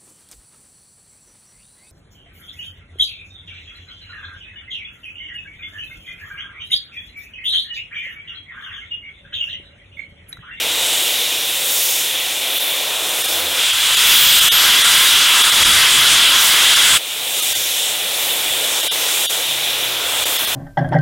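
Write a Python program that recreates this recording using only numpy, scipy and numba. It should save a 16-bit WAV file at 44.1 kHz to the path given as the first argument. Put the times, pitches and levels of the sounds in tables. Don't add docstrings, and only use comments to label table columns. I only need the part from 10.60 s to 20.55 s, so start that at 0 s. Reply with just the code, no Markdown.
import sys
import numpy as np
from scipy import signal
from scipy.fft import rfft, irfft, next_fast_len
from scipy.io import wavfile
from scipy.ndimage import uniform_filter1d
from numba import njit

SR = 44100
rng = np.random.default_rng(int(sys.argv[2]) if len(sys.argv) > 2 else 0)


def master(y):
    cut = np.clip(np.atleast_2d(y).T, -1, 1)
    pcm = np.round(cut * 32767)
    wavfile.write(sys.argv[1], SR, pcm.astype(np.int16))


N = 438779
T = np.arange(N) / SR

# f/Hz, level/dB
MIST_COLOUR = [(7000, -18), (9500, 1.5), (11000, 1), (13000, 2.5), (16000, 1)]
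OPEN_S, OPENING_S, SHUT_S, SNAP_S = 2.814, 1.27, 6.372, 0.007


def undb(db):
    return 10 ** (np.asarray(db) / 20)


def unit(x):
    return x / np.sqrt(np.mean(x ** 2))


def curves(rows):
    s, *columns = np.transpose(rows)
    return [np.interp(T, s, c) for c in columns]


def swells(rows):
    total_db = 0
    for s, length, *db in rows:
        bell = 2 ** -(2 * (T - s) / length) ** 2
        total_db = total_db + np.outer(db, bell)
    return undb(total_db)


def envelope(start_s, attack_s, hold_s, release_s):
    age = T - start_s
    rise = np.clip(age / attack_s, 0, 1)
    return rise * np.exp(-np.maximum(age - attack_s - hold_s, 0) / release_s)


def walk(rate):
    k = max(int(SR / rate), 1)
    steps = np.repeat(rng.standard_normal(N // k + 1), k)
    return 1.3 * uniform_filter1d(uniform_filter1d(steps, k), k)[:N]


def band(x, hz, width_hz):
    b, a = signal.iirpeak(min(hz, .45 * SR), hz / width_hz, fs=SR)
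    return signal.lfilter(b, a, x)


def turbulence(spectrum, flutter_db, flutter_rate):
    size = next_fast_len(N, True)
    octave = np.log2(np.maximum(np.arange(size // 2 + 1) * SR / size, 1))
    hz, db = np.transpose(spectrum)
    noise = rfft(rng.standard_normal(size)) * undb(np.interp(octave, np.log2(hz), db))
    first, last = np.floor(2 * np.log2(hz[0])), np.ceil(2 * np.log2(hz[-1]))
    out = 0
    for centre in np.arange(first, last + 1) / 2:
        eddies = irfft(noise * np.maximum(1 - 2 * np.abs(octave - centre), 0), size)[:N]
        out = out + eddies * undb(flutter_db * walk(flutter_rate))
    return unit(out)


def tone(hz, waver, waver_rate, flutter_db):
    phase = 2 * np.pi * np.cumsum(hz * (1 + waver * walk(waver_rate))) / SR
    return np.sqrt(2) * np.sin(phase) * undb(flutter_db * walk(waver_rate / 4))


def ground_echo(x, lag_s, echo_db):
    return x + undb(echo_db) * np.interp(T - lag_s, T, x, left=0)


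def blow_off():
    # t/s, length/s, core level/dB, spray level/dB, mist level/dB
    breeze_swells = [(.15, 0.37, 1.5, 3, -1), (.52, .45, 1.4, 4.5, 4), (1.22, 0.43, -0.5, 5, 9.5),
                     (2.03, 0.26, 0.5, -1, 6.5), (2.67, 0.31, -.5, 4, 6), (6.9, 0.47, -0.5, 5.5, 6),
                     (7.68, .3, 0.5, 0, 5), (8.08, 0.45, 1, 2, 3), (8.56, .4, .5, 5, 4.5),
                     (9.08, 0.23, 1, -1, 0), (9.77, 0.25, 0.5, 2, 6.5)]
    # f/Hz, level/dB
    core_colour = [(1300, -24), (1750, -14), (1900, -10.5), (2130, -8.5), (2400, -3.5), (2660, -6.5),
                   (3000, -1.5), (3480, 1.5), (3900, -3), (4150, -6), (4450, -14.5), (6000, -14),
                   (7500, -30)]
    # f/Hz, level/dB
    spray_colour = [(3600, -13), (4600, -5), (5600, -3.5), (7000, 0), (8400, 0.5), (10000, -4.5),
                    (12000, -7), (16000, -25)]
    core_gain, spray_gain, mist_gain = swells(breeze_swells)
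    core = undb(-21.5) * core_gain * turbulence(core_colour, flutter_db=0.8, flutter_rate=20)
    spray = undb(-27) * spray_gain * turbulence(spray_colour, flutter_db=1.93, flutter_rate=9)
    mist = undb(-28.5) * mist_gain * turbulence(MIST_COLOUR, flutter_db=0.8, flutter_rate=14.0)
    lag_s = .0011 * (1 + .035 * walk(1.5))
    return ground_echo(core + spray + mist, lag_s, echo_db=-19)


def fire():
    # t/s, level/dB, level above 950 Hz relative to that below/dB
    draught = [(0, -33, -2.5), (.35, -32.5, -4.5), (.65, -35.5, -3), (1.6, -36.5, -3), (2.1, -34, -2.5),
               (2.85, -31, -1), (3.15, -41.5, 11), (6.4, -34, -3.5), (7.05, -38, -1.5), (7.8, -32.5, -3),
               (8.5, -32, -1), (8.9, -35.5, -1.5), (9.55, -32.5, 2.5), (9.95, -33, 2)]
    # f/Hz, level/dB
    roar_colour = [(150, -21.5), (220, -15), (300, -6), (400, -4.5), (510, 1), (620, -0.5), (740, -0.5),
                   (900, -1.5), (1200, -2.5), (1480, 1), (1750, -5), (2600, -7.5)]
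    # f/Hz, level/dB
    rumble_colour = [(20, -8), (45, -10), (80, -3), (140, 2), (200, -7), (400, -31)]
    level_db, bright_db = curves(np.vstack(draught))
    roar = turbulence(roar_colour, flutter_db=0.95, flutter_rate=12)
    low = signal.sosfiltfilt(signal.butter(3, 950, fs=SR, output="sos"), roar)
    roar = unit(low) + undb(bright_db) * unit(roar - low)
    rumble = undb(-54.5) * turbulence(rumble_colour, flutter_db=-0.5, flutter_rate=7)
    return undb(level_db) * roar + rumble


def gusts(flow):
    # t/s, length/s, level/dB
    gust_rows = [(.1, 0.44, 9), (3.78, .35, 6.5), (5.08, 0.29, 13), (5.55, 0.33, 8), (6.33, 0.12, 8),
                 (7.95, .5, 8), (9.78, 0.38, 9)]
    # f/Hz, level/dB
    billow_colour = [(20, 0), (60, 0.5), (130, 0), (260, -4.5), (500, -13)]
    gust, = swells(gust_rows)
    lumps = undb(2.5 * walk(20))
    strength = undb(-58) + undb(-35.5) * flow
    return gust * lumps * strength * turbulence(billow_colour, flutter_db=2.5, flutter_rate=31)


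def hums():
    # t/s, length before its fall/s, starting f/Hz, level/dB
    hum_rows = [(2.69, .19, 93.7, -47), (3.06, 0.13, 87.7, -51), (6.86, 0.12, 82, -49),
                (8.837, 0.51, 152.6, -48), (9.41, 0.083, 92, -49), (9.55, .11, 83.5, -47),
                (9.78, .17, 85.2, -48)]
    sag_octaves_per_s, attack_s, release_s = .75, .06, .06
    out = 0
    for s, length, hz, db in hum_rows:
        pitch = hz * 2 ** (-sag_octaves_per_s * np.maximum(T - s, 0))
        strength = undb(db) * envelope(s, attack_s, length - attack_s, release_s)
        out = out + strength * tone(pitch, waver=0.051, waver_rate=90, flutter_db=1)
    return out


def steam_flow():
    opening = envelope(OPEN_S, OPENING_S, SHUT_S - OPEN_S - OPENING_S, SNAP_S)
    return undb(-7) * opening ** 1.2


def drain_cocks(flow):
    # t/s, length/s, core level/dB, spray level/dB, mist level/dB
    spits = [(3.0, 0.19, 7.5, 8, -6), (3.55, 0.25, 3, 1, 10.5), (3.8, 0.24, 3, 4, 2),
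             (4.45, 0.17, 1.5, 1, 7), (4.93, 0.13, -1.5, 2, 0), (5.1, 0.15, 1, 2.5, -2),
             (5.52, 0.11, -0.5, 3, -6), (5.72, 0.2, 0.5, -1, -2), (5.85, .12, -3, 2.5, 8.5)]
    # f/Hz, level/dB
    core_colour = [(1800, -14), (2450, -8.5), (2700, -5), (3000, -2), (3380, 0.5), (3750, -4), (4100, -7),
                   (4400, -20), (4800, -10.5), (5600, -21)]
    # f/Hz, level/dB
    rush_colour = [(300, -20), (500, -18), (700, -14), (1000, -5.5), (1300, -2), (1550, -0.5), (1800, -4),
                   (2100, -1), (2600, -11.5), (4000, -44)]
    # f/Hz, level/dB
    spray_colour = [(3200, -5), (4400, 0), (5400, -0.5), (7000, 0.5), (8600, 1), (10000, -2), (12000, -7),
                    (16000, -29)]
    # f/Hz, level/dB
    pinched_colour = [(5000, -12), (6500, -6), (7900, 2), (9500, -4), (12000, -17)]
    core_gain, spray_gain, mist_gain = swells(spits)
    core = turbulence(core_colour, flutter_db=1.2, flutter_rate=20)
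    ring = band(rng.standard_normal(N), hz=3360, width_hz=220)
    jet = core_gain * (core + undb(-9.5) * unit(ring))
    rush_gain = undb(-6.5) * (flow / flow.max()) ** 0.37
    jet = jet + rush_gain * turbulence(rush_colour, flutter_db=2.0, flutter_rate=18)
    jet = jet + undb(-4) * spray_gain * turbulence(spray_colour, flutter_db=2.0, flutter_rate=18)
    jet = jet + undb(-12) * mist_gain * turbulence(MIST_COLOUR, flutter_db=0.6, flutter_rate=12)
    jet = ground_echo(jet, lag_s=1 / 335, echo_db=-18)
    pinch_s, pinch_rise_s = 6.17, 0.12
    pinch = undb(-9) * envelope(pinch_s, pinch_rise_s, SHUT_S - pinch_s - pinch_rise_s, SNAP_S)
    return flow * jet + pinch * turbulence(pinched_colour, flutter_db=0.6, flutter_rate=14)


def whistle():
    start_s, start_hz, end_hz, settle_s = 3.5, 15850, 10700, .53
    age = np.maximum(T - start_s, 0)
    hz = end_hz + (start_hz - end_hz) * np.exp(-age / settle_s)
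    strength = undb(-14) * envelope(start_s, attack_s=.14, hold_s=.33, release_s=.21)
    return strength * tone(hz, waver=.0035, waver_rate=600, flutter_db=1.0)


def scene():
    flow = steam_flow()
    air = blow_off() + fire() + drain_cocks(flow) + gusts(flow) + whistle() + hums()
    return np.array([air, air])


@njit
def follow(x, attack, release):
    out, e = np.empty(len(x)), 0.
    for i in range(len(x)):
        e += (x[i] - e) * (attack if x[i] > e else release)
        out[i] = e
    return out


def gain_control(x, limit_db, attack_s, release_s):
    level = follow(np.abs(x), 1 / (attack_s * SR), 1 / (release_s * SR))
    return x / np.maximum(level / undb(limit_db), 1)


def overload(x, ceiling, order=6):
    return x / (1 + np.abs(x / ceiling) ** order) ** (1 / order)


def lulls(x, tone_db, core_hz, core_width_hz, count=12):
    # t/s, length/s, level/dB
    lull_rows = [(1.991, .013, -13), (2.632, .018, -8), (2.672, .018, -8), (3.122, .016, -9),
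                 (3.359, .016, -9), (3.804, .016, -8), (3.902, .031, -30), (4.233, .02, -7),
                 (4.83, .016, -8), (4.912, .018, -8), (5.043, .016, -9), (6.153, .017, -10),
                 (6.813, .019, -10), (6.941, .021, -11), (8.221, .016, -9), (8.297, .036, -22),
                 (8.68, .036, -22), (9.648, .014, -22), (9.78, .018, -10), (9.862, .021, -9)]
    edges = [core_hz - core_width_hz / 2, core_hz + core_width_hz / 2]
    core = signal.sosfiltfilt(signal.butter(4, edges, "band", fs=SR, output="sos"), x)
    broad = x - core
    out = x.copy()
    chances = rng.uniform(size=(len(lull_rows), count))
    for (s, length, depth_db), chance in zip(lull_rows, chances):
        near = np.abs(T - s) < 2 * length
        offset = 2 * (T[near] - s) / length
        tone_hz = 1000 * 13 ** np.sqrt(chance)
        tones = unit(np.sin(2 * np.pi * np.outer(T[near], tone_hz)).sum(axis=1))
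        tones *= undb(tone_db + depth_db / 4) * broad[near].std() * np.exp(-offset ** 2 / 2)
        out[near] += tones - (1 - undb(depth_db)) * broad[near] * np.exp(-offset ** 6)
    return out


def record(dry):
    held = gain_control(dry.mean(axis=0), limit_db=-1.95, attack_s=0.0021, release_s=0.54)
    flattened = overload(held, ceiling=.5)
    thinned = lulls(flattened, tone_db=-3.5, core_hz=3350, core_width_hz=1150)
    top_cut = signal.ellip(12, .1, 90, 15850, fs=SR, output="sos")
    out = signal.sosfilt(top_cut, thinned)
    return np.array([out, out])


dry = scene()
out = record(dry)
master(out)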